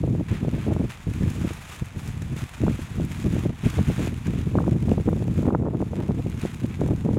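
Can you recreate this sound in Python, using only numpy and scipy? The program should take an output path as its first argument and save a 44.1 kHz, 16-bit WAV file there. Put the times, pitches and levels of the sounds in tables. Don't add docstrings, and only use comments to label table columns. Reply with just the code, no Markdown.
import sys
import numpy as np
from scipy import signal
from scipy.fft import rfft, irfft, next_fast_len
from scipy.io import wavfile
from scipy.ndimage import uniform_filter1d, minimum_filter1d, map_coordinates

SR = 44100
rng = np.random.default_rng(int(sys.argv[2]) if len(sys.argv) > 2 else 0)


def to_wav(sig):
    pcm = np.clip(np.atleast_2d(sig), -1, 1) * 32767
    pcm = np.round(pcm).astype(np.int16)
    wavfile.write(sys.argv[1], SR, pcm.T)


N = 316638

# (frequency [Hz], relative density [dB])
BRACKEN_SPECTRUM = [(100, -36), (400, 11.5), (1000, 11), (2500, -18), (4500, -41), (7000, -13),
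                    (15000, -35)]
RUMBLE_SPECTRUM = [(25, -25), (35, -40), (50, -12.5), (70, -3), (100, 0), (140, 0), (200, -2), (280, -7),
                   (400, -13.5), (560, -22.5)]
SHEET_SPECTRUM = [(200, -16), (400, -8.5), (800, -0.5), (1250, 0.5), (1950, -0.5), (2500, 0.5),
                  (3000, -4.5), (3600, -5.5), (4400, -12), (5600, -12.5), (6900, -9), (8300, -14),
                  (10000, -14.5), (15500, -24.5)]
# (time [s], relative level [dB])
BASE_WIND = [(0.0, -24.5), (0.28, -32.5), (0.85, -23), (0.95, -46.5), (1.05, -43.5), (1.15, -31),
             (1.5, -31), (1.66, -44), (1.79, -45), (2.0, -35.5), (2.42, -33), (2.47, -60), (2.58, -39),
             (2.72, -42), (2.88, -40.5), (2.96, -28), (3.12, -30), (3.35, -22.5), (3.57, -39.5),
             (3.73, -31.5), (4.06, -27.5), (4.17, -31.5), (4.45, -24), (4.93, -30), (5.03, -35),
             (5.12, -26.5), (6.2, -29), (6.57, -32.5), (6.74, -29.5), (7.15, -25)]
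# (start [s], length [s], relative level [dB], small-eddy share [dB])
WIND_GUSTS = [(0.032, 0.18, -23, -10.5), (0.306, 0.025, -21.5, -15.5), (0.41, 0.16, -22, -10),
              (0.645, 0.1, -20.7, -8), (0.76, 0.096, -24.5, -6), (1.068, 0.042, -24, -16.5),
              (1.14, 0.072, -27, -15), (1.208, 0.088, -22, -18), (1.36, 0.11, -23, -12),
              (1.808, 0.033, -25.5, -32), (1.96, 0.0076, -26.5, -13), (2.076, 0.035, -25.5, -24),
              (2.15, 0.1, -33, -19), (2.3, 0.064, -27.5, -13.5), (2.42, 0.018, -28, -15.5),
              (2.602, 0.04, -23.5, -11.5), (2.635, 0.062, -18.5, -12), (2.7, 0.055, -24, -20.5),
              (2.815, 0.028, -23, -19), (2.98, 0.03, -20.5, -12), (3.04, 0.025, -17, -14),
              (3.243, 0.15, -25, -9.5), (3.435, 0.018, -17, -10.5), (3.48, 0.021, -23, -11.5),
              (3.628, 0.013, -19.5, -12.5), (3.656, 0.011, -12, -16), (3.769, 0.042, -15, -13),
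              (3.87, 0.041, -20.5, -13.5), (3.98, 0.069, -21.5, -10), (4.26, 0.14, -23.5, -13.5),
              (4.45, 0.14, -28.5, -9), (4.548, 0.14, -23, -6.5), (4.71, 0.06, -18.5, -11),
              (4.81, 0.07, -22, -14), (4.872, 0.06, -18.5, -12), (4.972, 0.026, -17.5, -13),
              (5.056, 0.11, -20.5, -9), (5.17, 0.17, -25.5, -10), (5.368, 0.04, -17.5, -10.5),
              (5.42, 0.13, -24, -4.5), (5.565, 0.058, -22.5, -8), (5.632, 0.062, -24.5, -2),
              (5.705, 0.075, -27.5, -2), (5.8, 0.015, -22.5, -5), (5.92, 0.17, -28.5, 1),
              (6.084, 0.047, -24.5, -10.5), (6.168, 0.027, -22, -5.5), (6.256, 0.038, -30, -19),
              (6.432, 0.023, -24, -10), (6.617, 0.044, -21, -11), (6.787, 0.14, -21, -9.5),
              (7.047, 0.22, -24, -5)]
# (time [s], relative peak [dB], speed over size [Hz])
STRONG_EDDIES = [(0.0389, -5.5, 160), (0.077, -9.5, 170), (0.151, -11, 180), (0.2096, -11, 150),
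                 (0.339, -19, 114), (0.4492, -9, 180), (0.483, -13.5, 210), (0.581, -12.5, 140),
                 (0.667, -11, 150), (0.681, -7, 150), (0.694, -16, 210), (0.723, -12, 199),
                 (0.7645, -14, 270), (0.797, -10, 150), (0.815, -13, 200), (1.0759, -15.5, 138),
                 (1.114, -16, 114), (1.2215, -9.5, 113), (1.261, -12, 114), (1.449, -10, 135),
                 (1.5076, -13, 138), (1.823, -17.5, 126), (2.086, -17.5, 99), (2.22, -23, 130),
                 (2.636, -21, 115), (2.6814, -5, 235), (2.711, -13, 123), (2.792, -14.5, 126),
                 (2.9998, -11, 177), (3.2694, -14, 145), (3.366, -11, 190), (3.453, -13, 178),
                 (3.666, -6, 167), (3.784, -8.5, 140), (3.79, -8.5, 213), (3.9007, -8.5, 183),
                 (3.994, -11.5, 186), (4.0036, -8, 119), (4.0738, -10.5, 208), (4.126, -15.5, 114),
                 (4.28, -15.5, 141), (4.337, -15, 139), (4.5545, -2.5, 195), (4.585, -6.5, 190),
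                 (4.6801, -4.5, 210), (4.755, -14, 130), (4.8841, -7.5, 191), (4.9177, 2, 171),
                 (4.938, -11, 168), (4.9812, -11.5, 229), (5.076, -8, 155), (5.088, -7.5, 230),
                 (5.1306, -6.5, 217), (5.173, -16, 190), (5.224, -14.5, 198), (5.282, -16, 205),
                 (5.389, -8, 165), (5.4297, -14, 228), (5.4674, -15, 297), (5.4787, -2.5, 155),
                 (5.4863, -8, 263), (5.5074, -17, 220), (5.5251, -7, 180), (5.5495, -0.5, 350),
                 (5.635, -15, 230), (5.6654, -12.5, 278), (5.685, -9.5, 210), (5.7464, -16, 300),
                 (5.8051, -13, 260), (5.8255, -9, 222), (5.9335, -14, 256), (6.1085, -14, 273),
                 (6.2635, -8.5, 146), (6.4525, -6, 186), (6.646, -9, 155), (6.816, -5.5, 206),
                 (6.8367, -8.5, 140), (6.864, -15, 168), (6.8885, -14, 252), (6.934, -11.5, 135),
                 (7.064, -11, 185), (7.0909, -8, 213)]
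# (time [s], relative peak [dB], frequency [Hz])
PORT_SWIRLS = [(2.667, -22, 850), (2.682, -23, 1200), (4.555, -26, 845), (4.587, -14.5, 1180),
               (4.605, -21, 810), (4.642, -27, 1030), (4.666, -36, 1400), (5.089, -27, 1400),
               (5.13, -33, 930), (5.506, -22, 1080), (5.5518, -17.5, 1020), (5.638, -38, 950),
               (5.657, -31, 1100), (5.826, -41, 1050)]
# (time [s], relative peak [dB])
KINK_TICKS = [(1.8577, -38), (2.0777, -31), (2.4943, -37), (3.0505, -34), (5.0955, -40), (6.299, -36),
              (6.663, -36)]
# (time [s], relative peak [dB], crispness [dB])
CREASE_SNAPS = [(0.901, -29, -12), (1.232, -28, -10), (1.2985, -25, 8), (1.49, -26, -7), (1.5333, -24.5, 1),
                (2.059, -31, 4), (2.2192, -27.5, 2), (2.5373, -29, -8), (2.817, -34, -9), (3.7, -22, -2),
                (4.268, -26.5, -6), (4.914, -28, -11), (6.414, -24.5, -4.5), (6.876, -31.5, -5)]
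# (time [s], crease-click share [dB])
CREASE_SHARE = [(3.9, -7.5), (4.3, -4), (5.9, -3.5)]
# (time [s], relative level [dB], crispness [dB])
SHEET_SLIDING = [(0.15, -58, -4.5), (0.4, -53.5, -6.5), (1.03, -54, -5.5), (1.35, -49.5, -3.5),
                 (1.7, -50, -4.5), (1.92, -54.5, -6), (2.3, -54, -5), (2.6, -50, -6), (2.97, -52, -5.5),
                 (3.42, -51, -3), (3.52, -56.5, -6.5), (3.7, -47, -6), (4.2, -53.5, -5.5), (5.42, -56, -4),
                 (5.62, -64, -6.5), (6.3, -54.5, -5), (6.55, -53, -5), (7.15, -57, -4.5)]
# (start [s], length [s], relative level [dB], crispness [dB])
SHEET_PULLS = [(0.275, 0.1, -48, -10), (0.53, 0.16, -51.5, -8.5), (0.888, 0.043, -48, -7),
               (1.125, 0.076, -58, -1), (1.45, 0.038, -49, -6), (1.68, 0.1, -50.5, -1.5),
               (1.97, 0.15, -54, -1.5), (2.355, 0.071, -48, -4), (2.69, 0.06, -54.5, -1),
               (2.8, 0.04, -53.5, 3), (3.09, 0.14, -51.5, -3.5), (3.3, 0.15, -51, -7),
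               (3.635, 0.029, -42, -5.5), (3.745, 0.03, -45, -6), (3.86, 0.11, -48, -4),
               (3.975, 0.1, -45, -5), (4.245, 0.021, -48, -11), (4.32, 0.096, -52.5, -9),
               (4.85, 0.08, -57.5, 0), (5.34, 0.094, -53.5, -5.5), (5.785, 0.17, -61, -1.5),
               (5.96, 0.075, -53.5, -8), (6.38, 0.11, -49.5, -6.5), (6.7, 0.031, -52.5, -11),
               (6.79, 0.05, -55, -8)]


def undb(db):
    return 10 ** (np.asarray(db) / 20)


def unit(x):
    return x / np.sqrt(np.mean(x ** 2))


def steady(x, span_s):
    size = int(span_s * SR / 2)
    return x / np.sqrt(uniform_filter1d(uniform_filter1d(x ** 2, size), size) + 1e-12)


def curves(table):
    times_s, *columns = np.transpose(table)
    return [np.interp(np.arange(N) / SR, times_s, column) for column in columns]


def walk(rate_hz):
    points = rng.standard_normal(N // 16)
    return unit(map_coordinates(points, [np.arange(N) * rate_hz / SR], order=2, mode="wrap"))


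def spectrum_db(spectrum, hz):
    points_hz, db = np.transpose(spectrum)
    return np.interp(np.log(hz + 1), np.log(points_hz), db)


def colour(x, spectrum):
    size = next_fast_len(N + SR // 8, real=True)
    size += size % 2
    hz = np.arange(size // 2 + 1) * SR / size
    gain = undb(spectrum_db(spectrum, hz)) * (hz + 1) / np.hypot(hz + 1, spectrum[0][0])
    cepstrum = irfft(np.log(gain))
    cepstrum[1:size // 2] *= 2
    cepstrum[size // 2 + 1:] = 0
    return irfft(rfft(x, size) * np.exp(rfft(cepstrum)))[:N]


def butter(x, hz, kind, order=2):
    return signal.sosfilt(signal.butter(order, hz, kind, fs=SR, output="sos"), x)


def brighten(x, treble_db, split_hz=4400):
    low = signal.sosfiltfilt(signal.butter(3, split_hz, fs=SR, output="sos"), x)
    return low + undb(treble_db) * (x - low)


def add(out, at_s, sound):
    start = int(np.clip(at_s * SR, 0, N - 1))
    out[start:start + len(sound)] += sound[:N - start]


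def swells(table, base_db, base_tone_db, attack_s, release_s):
    t = np.arange(N) / SR
    power = undb(base_db) ** 2
    weighted_tone = power * base_tone_db
    for start_s, length_s, db, tone_db in table:
        age_s = t[t < length_s + 8 * release_s]
        envelope = np.minimum(age_s / attack_s, 1) * np.exp(-np.maximum(age_s - length_s, 0) / release_s)
        event_power = (envelope * undb(db)) ** 2
        add(power, start_s, event_power)
        add(weighted_tone, start_s, event_power * tone_db)
    return 10 * np.log10(power), weighted_tone / power


def bracken(level_db=-57.5):
    hiss = unit(colour(rng.standard_normal(N), BRACKEN_SPECTRUM))
    return hiss * undb(level_db + walk(2.57))


def breeze(gust_db, level_db=-45, band_hz=(30, 100), lull_below_db=-33):
    rumble = unit(butter(rng.standard_normal(N), band_hz, "bandpass", order=3))
    lull_db = 0.17 * np.minimum(gust_db - lull_below_db, 0)
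    return rumble * undb(level_db + walk(1.0) + lull_db)


def turbulence(gust_db, speed_db, knee_hz=150, fall_db_per_octave=17, patchy_db=2.5, trim_db=-1):
    bursts = 1.4 * np.tanh(walk(110) / 1.4)
    tilt_db_per_octave = np.clip(speed_db, -18, 3)
    out = np.zeros(N)
    for hz in 25 * 2 ** (np.arange(14) / 2):
        octaves = np.log2(hz / knee_hz)
        fall_db = fall_db_per_octave * max(np.log2(hz / RUMBLE_SPECTRUM[-1][0]), 0)
        tilt_db = tilt_db_per_octave * np.clip(octaves, -.3, 2.5)
        gain = undb(spectrum_db(RUMBLE_SPECTRUM, hz) - fall_db + tilt_db) * np.sqrt(hz)
        edges_hz = [hz / 2 ** .25, hz * 2 ** .25]
        band = unit(butter(rng.standard_normal(N), edges_hz, "bandpass", order=3))
        sputter = undb(patchy_db * (1.76 + max(octaves, 0)) * bursts)
        out += gain * unit(steady(band, span_s=0.042) * sputter)
    return steady(out, span_s=0.16) * undb(gust_db + trim_db)


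def swirls(width_cycles=0.9, lead_s=.006, trim_db=-1):
    out = np.zeros(N)
    t = np.arange(int(2 * lead_s * SR)) / SR - lead_s
    for at_s, db, hz in PORT_SWIRLS:
        envelope = np.exp(-(hz * t / width_cycles) ** 2)
        swing = np.cos(2 * np.pi * (hz * t + rng.random()))
        add(out, at_s - lead_s, undb(db + trim_db) * envelope * swing)
    return out


def stray_eddies(gust_db, speed_db, count=90, usual_hz=190, max_hz=270, octaves_per_db=0.6):
    jitter, strength = rng.random((count, 2)).T
    at = ((np.arange(count) + jitter) / count * (N - 1)).astype(int)
    peak_db = gust_db[at] - 0.5 + 3 * strength
    hz = np.minimum(usual_hz * 2 ** (octaves_per_db * speed_db[at]), max_hz)
    return np.column_stack([at / SR, peak_db, hz])


def buffets(eddies, wake_gain=0.72, wake_hz=120, vent_hz=100, port_hz=2400, lead_s=.03, trim_db=-4.5):
    out = np.zeros(N)
    t = np.arange(int(2 * lead_s * SR)) / SR - lead_s
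    for at_s, db, hz in eddies:
        rotation = np.exp(2j * np.pi * rng.random())
        lag_s = rng.uniform(.003, .00653)
        core = 1 / (1 + 2j * np.pi * hz * t) ** 2
        wake = 1 / (1 + 2j * np.pi * min(wake_hz, hz) * (t - lag_s)) ** 2
        thud = np.real(rotation * (core + wake_gain * wake)) * np.hanning(len(t))
        add(out, at_s - lead_s, undb(db + trim_db) * thud / np.abs(thud).max())
    vented = butter(out, vent_hz, "highpass", order=1)
    return butter(vented, port_hz, "lowpass")


def wind(waver_db=2, waver_hz=19, usual_share_db=-10, low_cut_hz=23):
    gust_db, small_share_db = swells(WIND_GUSTS, *curves(BASE_WIND), base_tone_db=-15.5,
                                     attack_s=0.002, release_s=0.014)
    gust_db += waver_db * np.tanh(walk(waver_hz))
    speed_db = small_share_db - usual_share_db
    rumble = butter(breeze(gust_db) + turbulence(gust_db, speed_db), low_cut_hz, "highpass")
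    sputter = swirls()
    eddies = np.vstack([STRONG_EDDIES, stray_eddies(gust_db, speed_db)])
    return rumble + sputter + buffets(eddies)


def kinks(decay_s=0.00091, tail_db=-15, tail_s=0.005, band_hz=(4500, 11500), trim_db=-1):
    out = np.zeros(N)
    t = np.arange(SR // 40) / SR
    envelope = np.exp(-t / decay_s) + undb(tail_db) * np.exp(-t / tail_s)
    for at_s, db in KINK_TICKS:
        tick = butter(rng.standard_normal(len(t)) * envelope, band_hz, "bandpass", order=1)
        add(out, at_s, undb(db + trim_db) * tick / np.abs(tick).max())
    return out


def snaps(decay_s=0.0031, tail_db=-17, tail_s=0.043, ragged_db=3.5, usual_crisp_db=-7, trim_db=7):
    out = np.zeros(N)
    t = np.arange(SR // 12) / SR
    envelope = np.exp(-t / decay_s) + undb(tail_db) * np.exp(-t / tail_s)
    crackle = rng.standard_normal(N) * undb(ragged_db * walk(400))
    for (at_s, db, crisp_db), grain in zip(CREASE_SNAPS, np.array_split(crackle, len(CREASE_SNAPS))):
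        crack = brighten(grain[:len(t)] * envelope, crisp_db - usual_crisp_db)
        add(out, at_s, undb(db + trim_db) * crack / np.abs(crack).max())
    return colour(out, SHEET_SPECTRUM)


def clicks(per_s, spread_db):
    fires = rng.random(N) < per_s / SR
    size = np.minimum(rng.exponential(size=N), 4)
    return unit(fires * undb(spread_db * size) * rng.choice([-1, 1], N))


def shiver(impulses, decay_s, tail_gain):
    t = np.arange(SR // 25) / SR
    response = rng.standard_normal(len(t)) * np.exp(-t / decay_s)
    energy = signal.fftconvolve(impulses ** 2, response ** 2 / np.sum(response ** 2))[:N]
    return impulses + tail_gain * np.sqrt(np.abs(energy)) * rng.standard_normal(N)


def tarp(crinkle_db=2.5, tick_db=-14, clump_db=0.7, facing_db=0.5, usual_crisp_db=-5, trim_db=4.5):
    rustle_db, crisp_db = swells(SHEET_PULLS, *curves(SHEET_SLIDING), attack_s=0.011, release_s=0.029)
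    share_db, = curves(CREASE_SHARE)
    weave = clicks(per_s=9000, spread_db=-1.5)
    crinkle = unit(shiver(clicks(per_s=380, spread_db=4.5), decay_s=0.0013, tail_gain=0.99))
    ticks = shiver(clicks(per_s=38, spread_db=8), decay_s=0.0005, tail_gain=0.8)
    treble_ticks = unit(butter(ticks, 7000, "highpass"))
    creases = undb(share_db) * (undb(crinkle_db) * crinkle + undb(tick_db) * treble_ticks)
    folds = undb(walk(85) + clump_db * walk(28))
    sheet = steady(colour((weave + creases) * folds, SHEET_SPECTRUM), span_s=0.16)
    sheet = brighten(sheet, -facing_db * walk(70), split_hz=8900)
    sheet = brighten(sheet, crisp_db - usual_crisp_db - facing_db * walk(70))
    return sheet * undb(rustle_db + trim_db)


def scene():
    return (wind() + tarp() + snaps() + kinks() + bracken())[None]


def record(dry, ceiling=.39, hold_s=0.0028, top_hz=15750):
    size = int(hold_s * SR)
    gain = np.minimum(1, ceiling / (np.abs(dry) + 1e-9))
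    gain = uniform_filter1d(minimum_filter1d(gain, size), size)
    lowpass = signal.ellip(10, .1, 80, top_hz, fs=SR, output="sos")
    return signal.sosfilt(lowpass, dry * gain)


dry = scene()
out = record(dry)
to_wav(out)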